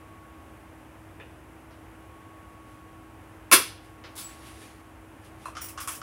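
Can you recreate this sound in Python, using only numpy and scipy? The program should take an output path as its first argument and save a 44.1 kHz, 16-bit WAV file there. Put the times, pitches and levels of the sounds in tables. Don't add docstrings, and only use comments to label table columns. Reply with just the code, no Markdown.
import sys
import numpy as np
from scipy import signal
from scipy.fft import rfft, irfft
from scipy.io import wavfile

SR = 44100
rng = np.random.default_rng(int(sys.argv[2]) if len(sys.argv) > 2 else 0)


def output_pcm(signal):
    pcm = np.clip(np.atleast_2d(signal).T, -1, 1) * 32767
    wavfile.write(sys.argv[1], SR, np.round(pcm).astype(np.int16))


N = 265658
TIME = np.arange(N) / SR

# (frequency [Hz], level [dB])
AIR_COLOUR = [(25, -39), (40, -20.5), (57, 0.5), (105, -3), (150, -11), (200, -13), (270, -9), (450, -14.5),
              (800, -13.5), (1150, -17), (1600, -19), (2800, -25.5), (4200, -38.5), (7000, -38),
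              (10200, -34.5), (15500, -42.5)]
# (frequency [Hz], level [dB], waver [Hz])
FAN_NOTES = [(101.8, -60, 5), (320.2, -56, 3)]
# (time [s], pitch of its whine [Hz])
WHINE_PITCH = [(0, 1114), (.42, 1107), (1.25, 1079), (2.15, 1108), (2.65, 1114), (3.5, 1095), (4.27, 1109),
               (5.1, 1094), (6, 1110)]
# (time [s], level [dB], dying
# time [s], upper edge [Hz])
FINGER_TAPS = [(1.199, -42, 0.014, 2600), (1.707, -54.5, 0.019, 5800), (4.039, -43, 0.027, 5550),
               (4.575, -36.5, 0.082, 298)]
# (frequency [Hz], level [dB])
TAP_COLOUR = [(100, -11), (500, 11), (1000, -1), (1500, 6), (2100, 3), (2750, 1), (4200, -5), (5400, -2),
              (6500, -7), (11000, -7), (16000, -25)]
# (frequency [Hz], level [dB], ring time [s])
GRIP_NOTES = [(2600, 0, .02), (2950, -2, .015), (3550, -6, .015)]
# (time of peak [s], level [dB], length [s])
PAPER_STROKES = [(2.71, -67, .45), (3.85, -63, .22), (4.29, -54, 0.62), (4.465, -53, 0.44),
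                 (4.619, -54, 0.58), (5.25, -59, .18), (5.425, -59, .3)]
# (frequency [Hz], level [dB])
RUSTLE_COLOUR = [(300, -9), (2000, 0.5), (4000, -4.5), (6500, -8), (8000, -9), (9500, -3.5), (11500, -6.5),
                 (13000, -19), (16000, -18.5)]
# (time [s], crack [dB], stack thump [dB], handle clack [dB])
SNAP_STEPS = [(3.5145, -15, -30.5, -14.5), (3.519, -17, -22.5, -18), (3.5235, -9, -21, -24),
              (3.529, -6.5, -13, -22.5), (3.5344, -6.5, -28, -24)]
# (frequency [Hz], level [dB])
CRACK_COLOUR = [(100, -48), (250, -5.5), (420, -7), (650, -2), (830, -5), (1050, 0.5), (1800, 2), (2700, 1),
                (4500, 0.5), (6500, -4), (8200, -3), (10000, 4), (13000, -1.5), (14200, -6.5), (16000, -6)]
# (frequency [Hz], level [dB], ring time [s])
STACK_NOTES = [(264.8, -1.5, 0.13), (312, -1, .05), (351, -2, 0.079), (531, -6, 0.057), (680, -9, .03)]
# (frequency [Hz], level [dB], ring time [s])
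HANDLE_NOTES = [(1052, 5.5, 0.089), (1101, -0.5, .05), (1325, 2.5, 0.046), (1433, -3, 0.04),
                (2386, -2.5, .04), (2700, 2, 0.046), (2860, -9, .04)]
# (frequency [Hz], level [dB], ring time [s])
FRAME_NOTES = [(1035, -2, .22), (1088, -4, .22), (1307, 1, .24), (1374, -2, .22), (2083, -4, .24),
               (2275, 0, .22), (2638, 2, .24), (3305, -2, .22), (3371, 1, .22), (3584, -1, .22),
               (4196, -3, .24), (4962, -4, .24), (5191, -3, .22), (5840, -4, .2), (7028, -6, .2),
               (7361, -2, .2), (8630, -6, .2), (9038, -1, .2), (9714, -2, .18), (9870, 0, .18),
               (10315, -2, .2), (10492, -2, .2), (11000, -4, .18), (12800, -4, .18)]
# (frequency [Hz], level [dB])
SCRAPE_COLOUR = [(200, -6), (1200, -1), (2500, -6), (3700, 1.5), (6000, -2.5), (8000, 0), (10500, 3),
                 (13000, -3.5), (15800, -5)]
# (time [s], gap [s], first knock [dB],
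# second knock [dB], first pitch [factor], second pitch [factor], rattle [dB], rattle's upper edge [Hz])
PUNCH_LANDINGS = [(5.456, .025, -30.5, -44.5, 0.98, .6, -45, 11000),
                  (5.552, .016, -43, -35, 1.1, 1.15, -34, 6200),
                  (5.7758, .008, -34, -38, 1.02, 1.28, -36.5, 7600),
                  (5.812, .02, -39, -49, 1.04, 1.2, -38, 14000),
                  (5.8748, .0074, -33.5, -36, 1.02, 1.2, -31, 13600),
                  (6.0155, .012, -36, -42, 1.11, 1.1, -39, 6500)]
# (frequency [Hz], level [dB], ring time [s])
TABLE_NOTES = [(590, -11, 0.039), (1074, 6, 0.063), (1213, 5.5, 0.036), (1395, 1, 0.026), (1770, -6, 0.014),
               (2660, -5, 0.045), (3310, -19, 0.031), (4200, -14, 0.046)]
# (frequency [Hz], level [dB])
RATTLE_COLOUR = [(200, -15), (1200, -5), (3000, -5.5), (4200, -14), (5300, -4), (6500, -6), (7600, -5.5),
                 (10000, 0.5), (13000, -6), (15500, -6.5)]
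# (time [s], level [dB])
LEVER_BOUNCES = [(5.611, -46), (5.617, -37), (5.641, -39.5), (5.657, -46)]
# (frequency [Hz], level [dB], ring time [s])
LEVER_NOTES = [(5600, -1, .16), (5740, -10, .14), (7700, -13, .12), (9184, -8, .14), (9502, -3, .12),
               (10680, -8, .12), (15060, 3, .15), (15170, 1, .12)]
# (time [s], level [dB])
SETTLING_PARTS = [(5.686, -39), (5.803, -36), (5.918, -35.5), (5.952, -39.5)]
# (frequency [Hz], level [dB])
WALL_COLOUR = [(200, -7), (600, -4), (1200, -3), (2500, 1), (16000, -0.5)]
# (frequency [Hz], ring time [s])
ROOM_RING = [(150, 0.259), (500, 0.31), (1200, 0.3), (3000, 0.46), (3700, 0.48), (6000, 0.37),
             (10000, 0.31), (16000, 0.23)]


def amp(db):
    return 10 ** (np.asarray(db) / 20)


def evened(x):
    return x / np.sqrt(np.mean(x ** 2) + 1e-20)


def read(points, hz):
    row_hz, value = np.transpose(points)
    return np.interp(np.log(hz + 1), np.log(row_hz + 1), value)


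def drift(rate_hz):
    hz = np.fft.rfftfreq(N, 1 / SR)
    return evened(irfft(rfft(rng.standard_normal(N)) * np.exp(-(hz / rate_hz) ** 2), N))


def through(x, response):
    return signal.oaconvolve(x, response / np.linalg.norm(response))[:N]


def colour(x, points, size=8192):
    log_gain = np.log(amp(read(points, abs(np.fft.fftfreq(size, 1 / SR)))))
    spectrum = np.exp(np.conj(signal.hilbert(log_gain)))
    return through(x, np.fft.ifft(spectrum).real[:size // 2])


def tone(hz, waver_hz):
    return np.sqrt(2) * np.sin(2 * np.pi * np.cumsum(hz + waver_hz * drift(rate_hz=12)) / SR)


def add(mix, s, sound):
    part = mix[round(s * SR):][:len(sound)]
    part += sound[:len(part)]


def blow(db, dying_s, grit, edge_hz=None):
    fade = np.exp(-TIME[:SR // 8] / dying_s)
    burst = rng.standard_normal(len(fade)) * fade
    burst *= np.sqrt(grit) / np.linalg.norm(burst)
    burst[0] += np.sqrt(1 - grit)
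    if edge_hz:
        burst = signal.lfilter(*signal.butter(4, edge_hz, fs=SR), burst)
    return amp(db) * np.linalg.norm(fade) * burst


def ring(notes, pitch=1):
    t = TIME[:SR // 3]
    response = sum((-1) ** k * amp(db - 60 * t / ring_s) * np.sin(2 * np.pi * hz * pitch * t)
                   for k, (hz, db, ring_s) in enumerate(notes))
    return response / np.linalg.norm(response)


def knock(db, notes, pitch=1, brightening_db=16):
    db_per_octave = brightening_db * (pitch - 1)
    tilted = [(hz, note_db + db_per_octave * np.log2(hz), ring_s) for hz, note_db, ring_s in notes]
    return amp(db) * np.sqrt(.003 * SR) * ring(tilted, pitch)


def stroke(peak_s, rise_s, hold_s, fall_s):
    before = np.maximum((peak_s - TIME) / rise_s, 0)
    after = np.maximum((TIME - peak_s - hold_s) / fall_s, 0)
    return amp(-30 * (before + after))


def friction():
    return evened(rng.standard_normal(N) * amp(2.5 * drift(rate_hz=900)))


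def fan(air_db=-50, whine_db=-56.3, duct_hz=1110.5, duct_width_hz=10):
    sway_db = .25 * drift(rate_hz=4)
    air = colour(rng.standard_normal(N), AIR_COLOUR) * amp(air_db + sway_db)
    hum = sum(amp(db) * tone(hz, waver_hz) for hz, db, waver_hz in FAN_NOTES)
    blade_hz = np.interp(TIME, *np.transpose(WHINE_PITCH))
    swell = 1 / np.hypot(1, 2 * (blade_hz - duct_hz) / duct_width_hz)
    return air + hum + amp(whine_db) * swell * tone(blade_hz, waver_hz=1)


def finger_taps():
    taps = np.zeros(N)
    for s, db, dying_s, edge_hz in FINGER_TAPS:
        add(taps, s, blow(db, dying_s, grit=1, edge_hz=edge_hz))
    return colour(taps, TAP_COLOUR)


def grip_creak():
    slips = np.zeros(N)
    add(slips, s=1.199, sound=blow(db=-51.5, dying_s=.02, grit=.9))
    return through(slips, ring(GRIP_NOTES))


def paper_slide(rise_share=.42):
    strokes = [amp(db) * stroke(s, rise_share * length, 0, (1 - rise_share) * length)
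               for s, db, length in PAPER_STROKES]
    return np.linalg.norm(strokes, axis=0) * colour(friction(), RUSTLE_COLOUR)


def paper_snap():
    cracks, knocks = np.zeros((2, N))
    for s, crack_db, thump_db, clack_db in SNAP_STEPS:
        add(cracks, s, blow(crack_db - 1.5, dying_s=.0064, grit=1))
        add(knocks, s, knock(thump_db - 1.5, STACK_NOTES))
        add(knocks, s, knock(clack_db + 1, HANDLE_NOTES))
    return colour(cracks, CRACK_COLOUR) + knocks


def steel_ring(pin_stop_s=3.5238, pin_stop_db=14.9):
    ringing = np.zeros(N)
    add(ringing, pin_stop_s, amp(pin_stop_db) * ring(FRAME_NOTES))
    for s, gap, *_, rattle_db, _ in PUNCH_LANDINGS:
        add(ringing, s + gap, knock(rattle_db - 7, FRAME_NOTES))
    for s, db in LEVER_BOUNCES:
        add(ringing, s, knock(db + 6, LEVER_NOTES))
    return ringing


def pin_scrape(start_s=4.155, db=-40):
    rub = (TIME > start_s) * stroke(peak_s=4.178, rise_s=.065, hold_s=.015, fall_s=.1)
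    return amp(db) * rub * colour(friction(), SCRAPE_COLOUR)


def pin_squeak(peak_s=4.248, rise_s=.048, db=-39.5, top_hz=7810, sag_hz=65):
    grip = stroke(peak_s, rise_s, hold_s=.024, fall_s=.016)
    guide = amp(-14) * stroke(peak_s, rise_s, hold_s=.063, fall_s=.1)
    hz = top_hz - sag_hz * (1 - grip) + 22 * drift(rate_hz=120)
    phase = 2 * np.pi * np.cumsum(hz) / SR
    note = np.sin(phase) + amp(-14) * np.sin(2 * phase)
    return amp(db) * np.maximum(grip, guide) * note


def set_down():
    knocks, rattles = np.zeros((2, N))
    for s, gap, first_db, second_db, first_pitch, second_pitch, rattle_db, edge_hz in PUNCH_LANDINGS:
        for at, knock_db, pitch in (s, first_db, first_pitch), (s + gap, second_db, second_pitch):
            add(knocks, at, knock(knock_db + 2, TABLE_NOTES, pitch))
            softer_db = max(first_db, second_db) - knock_db
            add(rattles, at, blow(rattle_db - .7 * softer_db, dying_s=.016, grit=.92, edge_hz=edge_hz))
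    for s, db in LEVER_BOUNCES + SETTLING_PARTS:
        add(rattles, s, blow(db, dying_s=.014, grit=.92))
    return knocks + amp(-.5) * colour(rattles, RATTLE_COLOUR)


def room(x, early_db, early_ring_s, late_db, size=512, hop=64, delay_hops=4):
    frames = dict(fs=SR, nperseg=size, noverlap=size - hop)
    hz, t, direct = signal.stft(x, **frames)
    t = t[t < .5]
    early = amp(-60 * t / early_ring_s) ** 2
    early /= early.sum()
    late = amp(-60 * t / read(ROOM_RING, hz)[:, None]) ** 2
    late /= late.sum(1, keepdims=True)
    decay = amp(early_db + read(WALL_COLOUR, hz)[:, None]) ** 2 * early + amp(late_db) ** 2 * late
    decay = np.pad(decay, ((0, 0), (delay_hops, 0)))
    power = abs(signal.fftconvolve(abs(direct) ** 2, decay, axes=1)[:, :direct.shape[1]])
    scatter = signal.stft(rng.standard_normal(N), **frames)[2]
    echoes = signal.istft(np.sqrt(power) * scatter / scatter.std(), **frames)[1]
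    return x + echoes[:N]


def scene():
    work = finger_taps() + grip_creak() + paper_slide() + paper_snap() + pin_scrape() + set_down()
    work = room(work, early_db=-.5, early_ring_s=.14, late_db=-5)
    work = signal.sosfilt(signal.butter(5, 228, "highpass", fs=SR, output="sos"), work)
    return (fan() + work + steel_ring() + pin_squeak())[None]


def record(dry, ceiling=1.7, edge_hz=15830):
    rounded = ceiling * np.tanh(dry / ceiling)
    treble_cut = signal.firwin(1023, edge_hz, window=("kaiser", 9), fs=SR)
    return signal.oaconvolve(rounded, treble_cut[None], "same")


dry = scene()
out = record(dry)
output_pcm(out)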